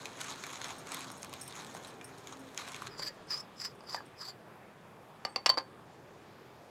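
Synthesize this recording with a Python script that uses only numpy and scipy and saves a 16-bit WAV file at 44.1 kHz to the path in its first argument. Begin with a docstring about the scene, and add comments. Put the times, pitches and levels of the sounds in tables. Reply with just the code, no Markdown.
"""Coffee beans crush between the burrs of a hand-cranked grinder on an open wooden porch: random fractures drive
the resonances of barrel and crank, with a few short pings. From 2.9 s the metal cup is unscrewed in five twists,
as stick-slip noise on a wavering ring, with low squeaks and modal knocks. Then the cup is tapped on the barrel,
as decaying modes, and thin gliding whistles pass. Shaped noise lies below all as far outdoor air, with a faint
hum during the grinding; feedback delays give the porch."""
import sys
import numpy as np
from scipy import signal
from scipy.fft import rfft, irfft, next_fast_len
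from scipy.io import wavfile

SR = 44100
rng = np.random.default_rng(int(sys.argv[2]) if len(sys.argv) > 2 else 0)


def voltage_ratio(decibels):
    """Convert decibels (scalar or array-like) to amplitude ratios, 20 dB per decade."""
    exponent = np.asarray(decibels, float) / 20
    return 10 ** exponent


def transcribe(signal):
    """Save signal, clipped to [-1, 1], as a 16-bit WAV file at the path in sys.argv[1]."""
    frames = np.atleast_2d(signal).T
    limited = np.clip(frames, -1, 1)
    pcm = np.round(limited * 32767).astype(np.int16)
    wavfile.write(sys.argv[1], SR, pcm)


N = 295462

# Far air spectrum. Each row: frequency in Hz, relative density in dB.
AIR_SPECTRUM = [(12, -42), (20, -15.5), (58, -36.5), (74, -13), (130, -1.5), (228, -5), (328, -11),
                (357, -1.5), (499, -12), (542, -6), (780, -7.5), (1860, -15.5), (3340, -26), (5380, -33),
                (11000, -36), (16000, -37.5)]
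# Far air over time. Each row: time in seconds, rms at 100-500 Hz in dB, treble trim in dB, rumble rms in dB.
AIR_LEVEL = [(0, -55, 3.5, -86), (2.74, -56, 2, -85), (2.89, -55, 1, -73), (3.21, -57, 5, -75),
             (3.53, -57, 4, -84), (4.72, -58.5, 1.5, -84), (5.88, -58.5, 2, -82), (6.7, -58, 4.5, -87)]
# Hum over time. Each row: time in seconds, rms in dB.
HUM_LEVEL = [(0, -63.5), (1.2, -66), (2.5, -58), (2.87, -69), (2.89, -100)]
HUM_HZ = 265.8

# Load on the burrs. Each row: time in seconds, crunch drive in dB.
BURR_LOAD = [(0, -54), (.18, -54.5), (.21, -44.5), (.42, -51.5), (.69, -48), (.84, -60), (.95, -45.5),
             (1.08, -53.5), (1.2, -59), (1.5, -59), (1.58, -49.5), (1.73, -58), (1.88, -56), (1.97, -67.5),
             (2.3, -59), (2.56, -65.5), (2.59, -49), (2.88, -52)]
# Whole beans cracking. Each row: start in seconds, drive in dB, low-part trim in dB, high-part trim in dB.
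BEAN_CRACKS = [(0.0183, -41, -12, -12), (0.055, -28, -20, -16.5), (0.2034, -30, -8, -16),
               (0.2127, -29, -17, -22), (0.2713, -37, -8, -28), (0.2822, -33, -9, -27),
               (0.3116, -34, -3, -25), (0.4365, -27.5, -10, -15), (0.4646, -32.5, -5.5, -9.5),
               (0.5306, -32.5, -5, -20), (0.555, -31, -6, -18), (0.6143, -29.5, -9, -16),
               (0.6424, -26.5, -6, -15.5), (0.6656, -33, -14, -19), (0.6817, -32, -6, -12),
               (0.7039, -34, -4, -23), (0.8694, -31, -21, -18), (0.9179, -23.5, -26, -13),
               (0.9438, -23.5, -16, -10), (1.0053, -32.5, -15, -10), (1.0426, -35.5, 1.5, -20),
               (1.1007, -36, -8, -8), (1.229, -28, -16, -15), (1.245, -34.5, -16, -7),
               (1.2938, -37.5, -10, -14), (1.3274, -36, -3, -12), (1.3362, -26.5, -19, -14),
               (1.3624, -47, -14, -18), (1.5234, -37, -9, -13), (1.5628, -37, -14, -16),
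               (1.591, -41, -12, -13), (1.697, -40, -6, -19), (1.7479, -36, 2, -14),
               (1.7656, -32, -10, -22), (1.8463, -33, -15, -21), (2.0116, -38.5, -5, -21),
               (2.2707, -31, -15, -21), (2.3232, -37, -4, -26), (2.545, -39, -4, -8),
               (2.5749, -20.5, -29, -21), (2.5934, -40, -12, -20), (2.6767, -34, -3, -21),
               (2.7436, -29, -11, -23), (2.819, -35.5, 2, -11), (2.8688, -28, -13, -27)]
# Resonances of the barrel full of beans. Each row: frequency in Hz, width of the first filter in Hz, gain in dB.
BARREL_MODES = [(740, 450, -4), (1090, 196, 1), (1404, 407, -3), (2280, 690, 0), (3280, 630, -6.5),
                (3990, 690, 1), (5830, 2900, -13.5), (6690, 630, 1.5), (7530, 1150, -10), (8700, 1400, -9),
                (9480, 810, -8.5), (11600, 4800, -22), (13800, 1000, -29)]
# Resonances of the crank on its shaft. Each row: frequency in Hz, width of the first filter in Hz, gain in dB.
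CRANK_MODES = [(2620, 110, -34), (5430, 380, -13.5), (8670, 530, -4.5)]
# Loose shaft rattling, under the crank and later in the hand. Each row: start in seconds, push in dB,
# time constant in ms.
SHAFT_RATTLES = [(.765, -60, 8), (.782, -41.5, 8.7), (1.115, -40, 5.6), (1.174, -47.5, 11),
                 (1.219, -43.5, 6), (1.411, -38.5, 19), (1.435, -49, 13), (1.477, -44.5, 9),
                 (1.74, -49, 13), (1.871, -45.5, 14), (2.042, -43.5, 18), (2.18, -50, 8.3),
                 (2.392, -48, 12), (3.14, -63, 15), (3.225, -65, 10), (3.27, -60, 10), (3.75, -60, 10),
                 (3.79, -64, 8), (3.835, -63, 10), (4.055, -59, 24)]
RATTLE_IN_BARREL_DB, RATTLE_IN_SHAFT_DB = 12, 17
LOW_PUSH_DB, MIDDLE_PUSH_DB, HIGH_PUSH_DB = 12, 6.5, 5   # crunch on each group of resonances
CRUMBLE_DB, CRUMBLE_MS = -26.5, 15   # splinters after each crack: level against its drive, time constant
CHIPS_PER_S, CHIP_DB, CHIP_SPREAD_DB = 30, 10, 3.5   # small chips snapping: rate, drive over the crunch

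PORCH_T60_S, PORCH_DB, WALL_CUT_HZ = 0.18, -19, 4100

# Short pings of the barrel. Each row: start in seconds, initial level in dB, frequency in Hz.
BARREL_PINGS = [(.056, -38.5, 2500), (.443, -40, 2280), (2.012, -41.5, 2400)]
PING_T60_S = 0.037

# Twists of the cup, one list per twist. Each row: time in seconds, rub drive in dB, pitch of the loose cup in Hz.
CUP_TWISTS = [
    [(2.89, -66, 5150), (2.932, -56, 4940), (2.968, -59, 4760), (2.996, -41.5, 4760), (3.012, -49, 4780),
     (3.028, -37.5, 4720), (3.046, -45, 4760), (3.078, -38.5, 4720), (3.13, -83, 4770)],
    [(3.27, -70, 5060), (3.308, -36, 5040), (3.33, -35.5, 4900), (3.408, -45, 5220), (3.422, -68, 5090),
     (3.45, -67, 5060)],
    [(3.56, -63, 5080), (3.608, -40, 5100), (3.632, -43, 4930), (3.652, -33, 5080), (3.698, -61, 4970),
     (3.72, -65, 4960)],
    [(3.84, -67, 5100), (3.85, -72, 4990), (3.892, -44, 4850), (3.948, -39.5, 4800), (4.03, -72, 4670)],
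    [(4.16, -70, 5100), (4.218, -41.5, 4830), (4.24, -51, 4670), (4.254, -41.5, 4600), (4.276, -51, 4670),
     (4.286, -40.5, 4730), (4.304, -47, 4600), (4.34, -88, 4640)],
]
# Other resonances of the rubbing thread. Each row: frequency in Hz, width of the first filter in Hz, gain in dB.
THREAD_MODES = [(1090, 410, -3), (1770, 730, -6.5), (2130, 860, -9), (3060, 870, -13.5), (5540, 400, -25),
                (6330, 1100, -7.5), (7200, 150, 5), (7770, 150, 2.5), (8700, 1200, -24), (10060, 1200, -12),
                (10800, 900, -20), (12100, 900, -8.5), (14300, 2700, -36)]
DULL_DB, SHRILL_DB = -12.5, -18   # push on the thread's low and high resonances against the rub

# Metal striking metal. Each row: start in seconds, bright drive in dB, ring drive in dB, thud drive in dB,
# ring frequency in Hz.
METAL_TAPS = [(2.9944, -33, -31.5, -29, 4710), (3.8067, -49, -47, -38, 4930), (3.8384, -57, -66, -38, 4870),
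              (3.9453, -33, -29, -22, 4700), (4.0056, -58, -60, -35, 4830), (5.2502, -28, -26, -24, 4520),
              (5.3602, -26, -21.5, -21.5, 4570), (5.4606, -16, -18.5, -19, 4550),
              (5.465, -19, -45, -25, 4700), (5.4929, -30, -13, -23, 4556),
              (5.4986, -19.5, -15, -23.5, 4526), (5.541, -42, -47, -33, 4630),
              (5.5736, -45.5, -24.5, -19.5, 4750), (5.5771, -36, -44, -25.5, 4760),
              (5.579, -39, -21, -25, 4690), (5.5843, -32, -26, -28.5, 4620), (5.6072, -48, -57, -55, 4650)]
# Other modes of cup and barrel held in the hands. Each row: frequency in Hz, gain in dB, T60 in seconds before
# the contact damping.
CUP_MODES = [(198, -14, .03), (380, -13, 0.0079), (536, -10.5, 0.065), (737, -13, 0.09), (940, -4.5, 0.03),
             (1044, -10, 0.086), (1178, -8.5, 0.055), (1560, -11, 0.036), (1880, -7.5, 0.019),
             (2130, -7.5, 0.026), (2460, -15, 0.02), (3000, -11.5, .04), (3280, -13, 0.013),
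             (3630, -14, 0.045), (4210, -13.5, 0.036), (4990, -7, 0.04), (5450, -10, 0.057),
             (5700, -16, .05), (6670, -29.5, .04), (7600, -15, 0.059), (7520, -20, 0.053), (9330, -32, .05),
             (12310, -21.5, 0.032)]
# Weak lingering ring, as one row: frequency in Hz, level against the ring drive in dB, T60 in seconds.
AFTER_RING = (4544, -22.5, 0.19)
RING_T60_S = 0.065   # before the contact damping
# Pressing contact raises the ring and shortens it: share of T60 left, shrinking e-fold per DAMP_HZ of rise.
FREE_SHARE, DAMP_HZ = 0.58, 380

# Low squeaks of the thread. Each row: start in seconds, length in seconds, first frequency in Hz,
# last frequency in Hz, level in dB before flutter and fades.
THREAD_SQUEAKS = [(3.055, .06, 1706, 1870, -54.5), (3.964, 0.028, 1900, 1560, -48),
                  (4.254, .05, 926, 595, -57.5)]
# Thin whistles. Each row: start in seconds, length in seconds, first frequency in Hz, last frequency in Hz,
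# level in dB before flutter and fades.
THIN_WHISTLES = [(5.278, .075, 8400, 8200, -69), (5.8, .045, 8300, 8200, -83), (5.9, .06, 7440, 7200, -82)]

BASS_LOSS_HZ, TOP_HZ = 170, 17300


def rms_one(x):
    """Normalisation: scale to unit power."""
    return x / np.sqrt(np.mean(x ** 2) + 1e-20)


def in_time(rows, silent=None):
    """Linear interpolation of the columns in time; the first can fall to a silent value outside the rows."""
    s, *columns = np.transpose(rows)
    t = np.arange(N) / SR
    first = np.interp(t, s, columns[0], left=silent, right=silent)
    return [first] + [np.interp(t, s, column) for column in columns[1:]]


def drift(rate_hz):
    """Low-passed randomness: slow fluctuation of spread 1, through two equal poles at every 40th sample."""
    r = np.exp(-80 * np.pi * rate_hz / SR)
    slow = signal.lfilter([1], [1, -2 * r, r * r], rng.standard_normal(N // 40 + 2002))
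    slow = slow[2000:]   # past the filter's start
    return np.interp(np.arange(N) / 40, np.arange(len(slow)), rms_one(slow))


def band(x, low_hz, high_hz):
    """Band-pass filtering between two corner frequencies."""
    return signal.sosfilt(signal.butter(2, [low_hz, high_hz], "band", fs=SR, output="sos"), x)


def resonance(x, hz, width_hz):
    """Damped resonator: a pole pair with gain near 1 at its peak."""
    r = np.exp(-np.pi * width_hz / SR)
    numerator = np.array([1, 0, -1]) * (1 - r * r) / 2
    return signal.lfilter(numerator, [1, -2 * r * np.cos(2 * np.pi * hz / SR), r * r], x)


def double_resonance(x, hz, width_hz):
    """Cascaded resonators: the second is twice as wide, which steepens the skirts."""
    return resonance(resonance(x, hz, width_hz), hz, 2 * width_hz)


def grains(per_s, spread_db, smooth):
    """Shot noise: random clicks of uneven size over a share of smooth friction noise, at unit power."""
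    sizes = voltage_ratio(spread_db * np.minimum(rng.exponential(1, N), 5)) * rng.choice([-1, 1], N)
    clicks = rms_one(sizes * (rng.random(N) < per_s / SR))
    return rms_one(clicks + smooth * rng.standard_normal(N))


def bursts(times, db, ms):
    """Exponential relaxation: an envelope that jumps at each time and dies with its own time constant."""
    out, t = np.full(N, 1e-18), np.arange(4000) / SR
    tau_s = np.broadcast_to(np.maximum(ms, .1) / 1000, len(times))
    for s, gain, tau in zip(times, voltage_ratio(db), tau_s):
        i = round(s * SR)
        out[i:i + 4000] += gain * np.exp(-t / tau)
    return out


def tones(rows, flutter_db, waver_hz, fade):
    """Frequency modulation: gliding near-sines that waver and flutter, fading over a share of their length."""
    out, waver, flutter = np.zeros(N), waver_hz * drift(74), voltage_ratio(flutter_db * drift(70))
    for start, length, first_hz, last_hz, level_db in rows:
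        u = np.linspace(0, 1, round(length * SR))
        span = round(start * SR) + np.arange(len(u))
        phase = 2 * np.pi * np.cumsum(first_hz + (last_hz - first_hz) * u + waver[span]) / SR
        envelope = flutter[span] * np.minimum(np.minimum(u, 1 - u) / fade, 1)
        out[span] = np.sqrt(2) * voltage_ratio(level_db) * envelope * np.sin(phase)
    return out


def air(patchy_db=1.53):
    """Band-shaped noise: half-octave bands wander in level, over a deep rumble and a hum ending with the grinding."""
    out, edges = 0, 20 * 2 ** np.arange(0, 10, .5)
    white, (hz, db) = rng.standard_normal((2, N)), np.transpose(AIR_SPECTRUM)
    level_db, treble_db, rumble_db = in_time(AIR_LEVEL)
    for k, (low, high) in enumerate(zip(edges, edges[1:])):
        band_db = np.interp(np.log(low * high) / 2, np.log(hz), db) + treble_db * (2500 < low < 7000)
        out = out + voltage_ratio(band_db + patchy_db * drift(3.0)) * band(white[k % 2], low, high)
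    out = voltage_ratio(level_db) * out / np.std(band(out, 100, 500))
    hum = rms_one(resonance(rng.standard_normal(N), HUM_HZ, 1.9))
    rumble = rms_one(band(rng.standard_normal(N), 25, 65))
    return out + voltage_ratio(in_time(HUM_LEVEL)[0]) * hum + voltage_ratio(rumble_db) * rumble


def grinder():
    """Forced resonance: clumped splinters, cracking beans, snapping chips and rattles drive barrel and crank."""
    crunch_db, = in_time(BURR_LOAD, silent=-140)
    s, snap_db, low_db, high_db = np.transpose(BEAN_CRACKS)
    crumble = bursts(s, snap_db + CRUMBLE_DB, CRUMBLE_MS) * (crunch_db > -100)
    crunch = voltage_ratio(crunch_db) + crumble
    # chips join the list of cracks at random times
    grind_s = BURR_LOAD[-1][0]
    when, size, tilt = rng.random((int(CHIPS_PER_S * grind_s), 3)).T
    when = when * grind_s
    chip_db = crunch_db[(when * SR).astype(int)] + CHIP_DB - CHIP_SPREAD_DB * np.log(size + 0.055)
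    s, snap_db = np.append(s, when), np.append(snap_db, chip_db)
    low_db = np.append(low_db, -6 - 8 * tilt)
    high_db = np.append(high_db, -20 + 12 * tilt)

    splinters = grains(1200 * voltage_ratio(5 * drift(25)), spread_db=1.5, smooth=0.62)
    shatter = rng.choice([-1, 1], N)    # a crack is a run of even, full-strength breaks
    snap_ms, snap_lag_s = 1.2, .001

    def drive(push_db, trim_db):
        """Superposition of steady crunch and sudden snaps."""
        snaps = bursts(s + snap_lag_s, snap_db + trim_db, snap_ms)
        return voltage_ratio(push_db) * crunch * splinters + snaps * shatter

    low = drive(LOW_PUSH_DB, low_db + 13.5)
    middle = drive(MIDDLE_PUSH_DB, 2.5)
    high = drive(HIGH_PUSH_DB, high_db + 21.5)
    rattle = bursts(*np.transpose(SHAFT_RATTLES)) * splinters
    shaft = high + voltage_ratio(RATTLE_IN_SHAFT_DB) * rattle
    high = high + voltage_ratio(RATTLE_IN_BARREL_DB) * rattle

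    out = voltage_ratio(-14.0) * band(middle, 1430, 6540)    # heard straight from the burrs
    for k, (hz, width, level_db) in enumerate(BARREL_MODES):
        push = low if hz <= 2000 else middle if hz <= 8000 else high
        # beans shift in the barrel, so each resonance comes and goes
        out += (-1) ** k * voltage_ratio(level_db + 2.26 * drift(16.6)) * double_resonance(push, hz, width)
    for hz, width, level_db in CRANK_MODES:
        out += voltage_ratio(level_db) * double_resonance(shaft, hz, width)
    return out


def porch(x):
    """Recirculating reflection: ten delays between boards and windows dull each round; two near-allpasses scatter."""
    size = next_fast_len(N + SR)
    w = 2 * np.pi * np.arange(size // 2 + 1) / size
    dull = 1 / (1 + 1j * w * SR / (2 * np.pi * WALL_CUT_HZ))
    response = 0
    for k, lag in enumerate(rng.uniform(.004, 0.023, 10)):
        loop = voltage_ratio(-60 * lag / PORCH_T60_S) * dull * np.exp(-1j * w * lag * SR)
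        response = response + (-1) ** k * loop / (1 - loop)
    for lag in (.0013, .0037):
        late = np.exp(-1j * w * lag * SR)
        response = response * (late - .6) / (1 - 0.53 * late)
    return irfft(rfft(x, size) * response, size)[:N]


def pings():
    """Free vibration: one struck mode of the barrel that dies quickly."""
    out, t = np.zeros(N), np.arange(SR // 8) / SR
    for s, db, hz in BARREL_PINGS:
        out[round(s * SR):][:len(t)] += voltage_ratio(db - 60 * t / PING_T60_S) * np.sin(2 * np.pi * hz * t)
    return out


def unscrewing(core_hz=100, foot_hz=700, foot_db=-9):
    """Stick-slip: uneven thread grains drive the cup, whose ring shifts as its hold on the barrel changes."""
    columns = np.array([in_time(rows, silent=-140) for rows in CUP_TWISTS])
    turn = np.argmax(columns[:, 0], axis=0)   # the twist sounding at each sample
    rub_db, pitch_hz = np.take_along_axis(columns, turn[None, None], axis=0)[0]
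    slips = voltage_ratio(rub_db + 16.0) * grains(1200 * voltage_ratio(4.1 * drift(50)), spread_db=1.0, smooth=0.77)
    # a moving resonance, sharp core on a broad foot: low-passed slips carried on the wavering pitch
    phase = np.exp(2j * np.pi * np.cumsum(pitch_hz + 60 * drift(33)) / SR)
    core, foot = np.exp(-np.pi * core_hz / SR), np.exp(-np.pi * foot_hz / SR)
    still = slips / phase
    sharp = signal.lfilter([1 - core], [1, -core], still)
    broad = signal.lfilter([(1 - foot) ** 2], [1, -2 * foot, foot ** 2], still)
    out = 2 * np.real(phase * (sharp + voltage_ratio(foot_db) * broad))
    for k, (hz, width, level_db) in enumerate(THREAD_MODES):
        push = slips * voltage_ratio(DULL_DB if hz < 4000 else SHRILL_DB)
        out += (-1) ** k * voltage_ratio(level_db + 3.3 * drift(9.6)) * double_resonance(push, hz, width)
    return out


def taps(stray=0.047, contact_s=0.00032):
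    """Modal impact: each tap excites all modes with its own strengths and grip; loose parts clatter after it."""
    s, bright_db = np.transpose(METAL_TAPS)[:2]
    crack, clatter = bursts(s, bright_db - 2.0, 0.58), bursts(s, bright_db - 5.5, 7.0)
    noise = grains(15000, spread_db=2.0, smooth=0.67)
    out = band(crack * noise, 1500, 6300) + band(clatter * noise, 700, 4500)
    hz, level_db, t60 = np.transpose(CUP_MODES)[:, :, None]
    after_hz, after_db, after_t60 = AFTER_RING
    t = np.arange(SR // 4) / SR
    chance = rng.standard_normal((len(METAL_TAPS), 3, len(CUP_MODES), 1))
    for (start, bright_db, ring_db, thud_db, ring_hz), (strength, shift, turn) in zip(METAL_TAPS, chance):
        free = FREE_SHARE * np.exp((after_hz - ring_hz) / DAMP_HZ)
        blow_db = np.select([hz < 2000, hz < 6000], [thud_db, bright_db], ring_db - 8)
        blow_db = blow_db + level_db + 3 * strength
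        pitch_hz = hz * (1 + stray * shift * (hz < 4400))    # the grip detunes the damped low modes
        modes = voltage_ratio(blow_db - 60 * t / (t60 * free)) * np.sin(2 * np.pi * (pitch_hz * t + turn))
        ring = voltage_ratio(ring_db - 60 * t / (RING_T60_S * free)) * np.sin(2 * np.pi * ring_hz * t)
        after = voltage_ratio(ring_db + after_db - 60 * t / after_t60) * np.sin(2 * np.pi * after_hz * t)
        i = round(start * SR)
        # the finite contact time softens the onset
        out[i:i + len(t)] += (np.sum(modes, axis=0) + ring + after) * (1 - np.exp(-t / contact_s))
    return out


def squeaks():
    """Gliding oscillation: the rubbing thread squeaks low."""
    return tones(THREAD_SQUEAKS, flutter_db=3.0, waver_hz=50, fade=.25)


def whistles():
    """Gliding oscillation: thin, high near-sines falling slightly in pitch."""
    return tones(THIN_WHISTLES, flutter_db=4.0, waver_hz=130, fade=.2)


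def scene():
    """Superposition: hands at work near the microphone, the porch's reflections, whistles and far air."""
    near = grinder() + pings() + unscrewing() + taps() + squeaks()
    # small things radiate no bass
    near = signal.sosfilt(signal.butter(4, BASS_LOSS_HZ, "high", fs=SR, output="sos"), near)
    return (near + voltage_ratio(PORCH_DB) * porch(near) + whistles() + air())[None]


def top_cut(x):
    """Nothing passes above the cut-off."""
    return signal.sosfilt(signal.butter(12, 16580, fs=SR, output="sos"), x)


def record(dry):
    """Band limitation: a steep low-pass removes the extreme treble."""
    mix = signal.sosfilt(signal.cheby2(10, 50, TOP_HZ, fs=SR, output="sos"), dry)
    return top_cut(mix)


dry = scene()
out = record(dry)
transcribe(out)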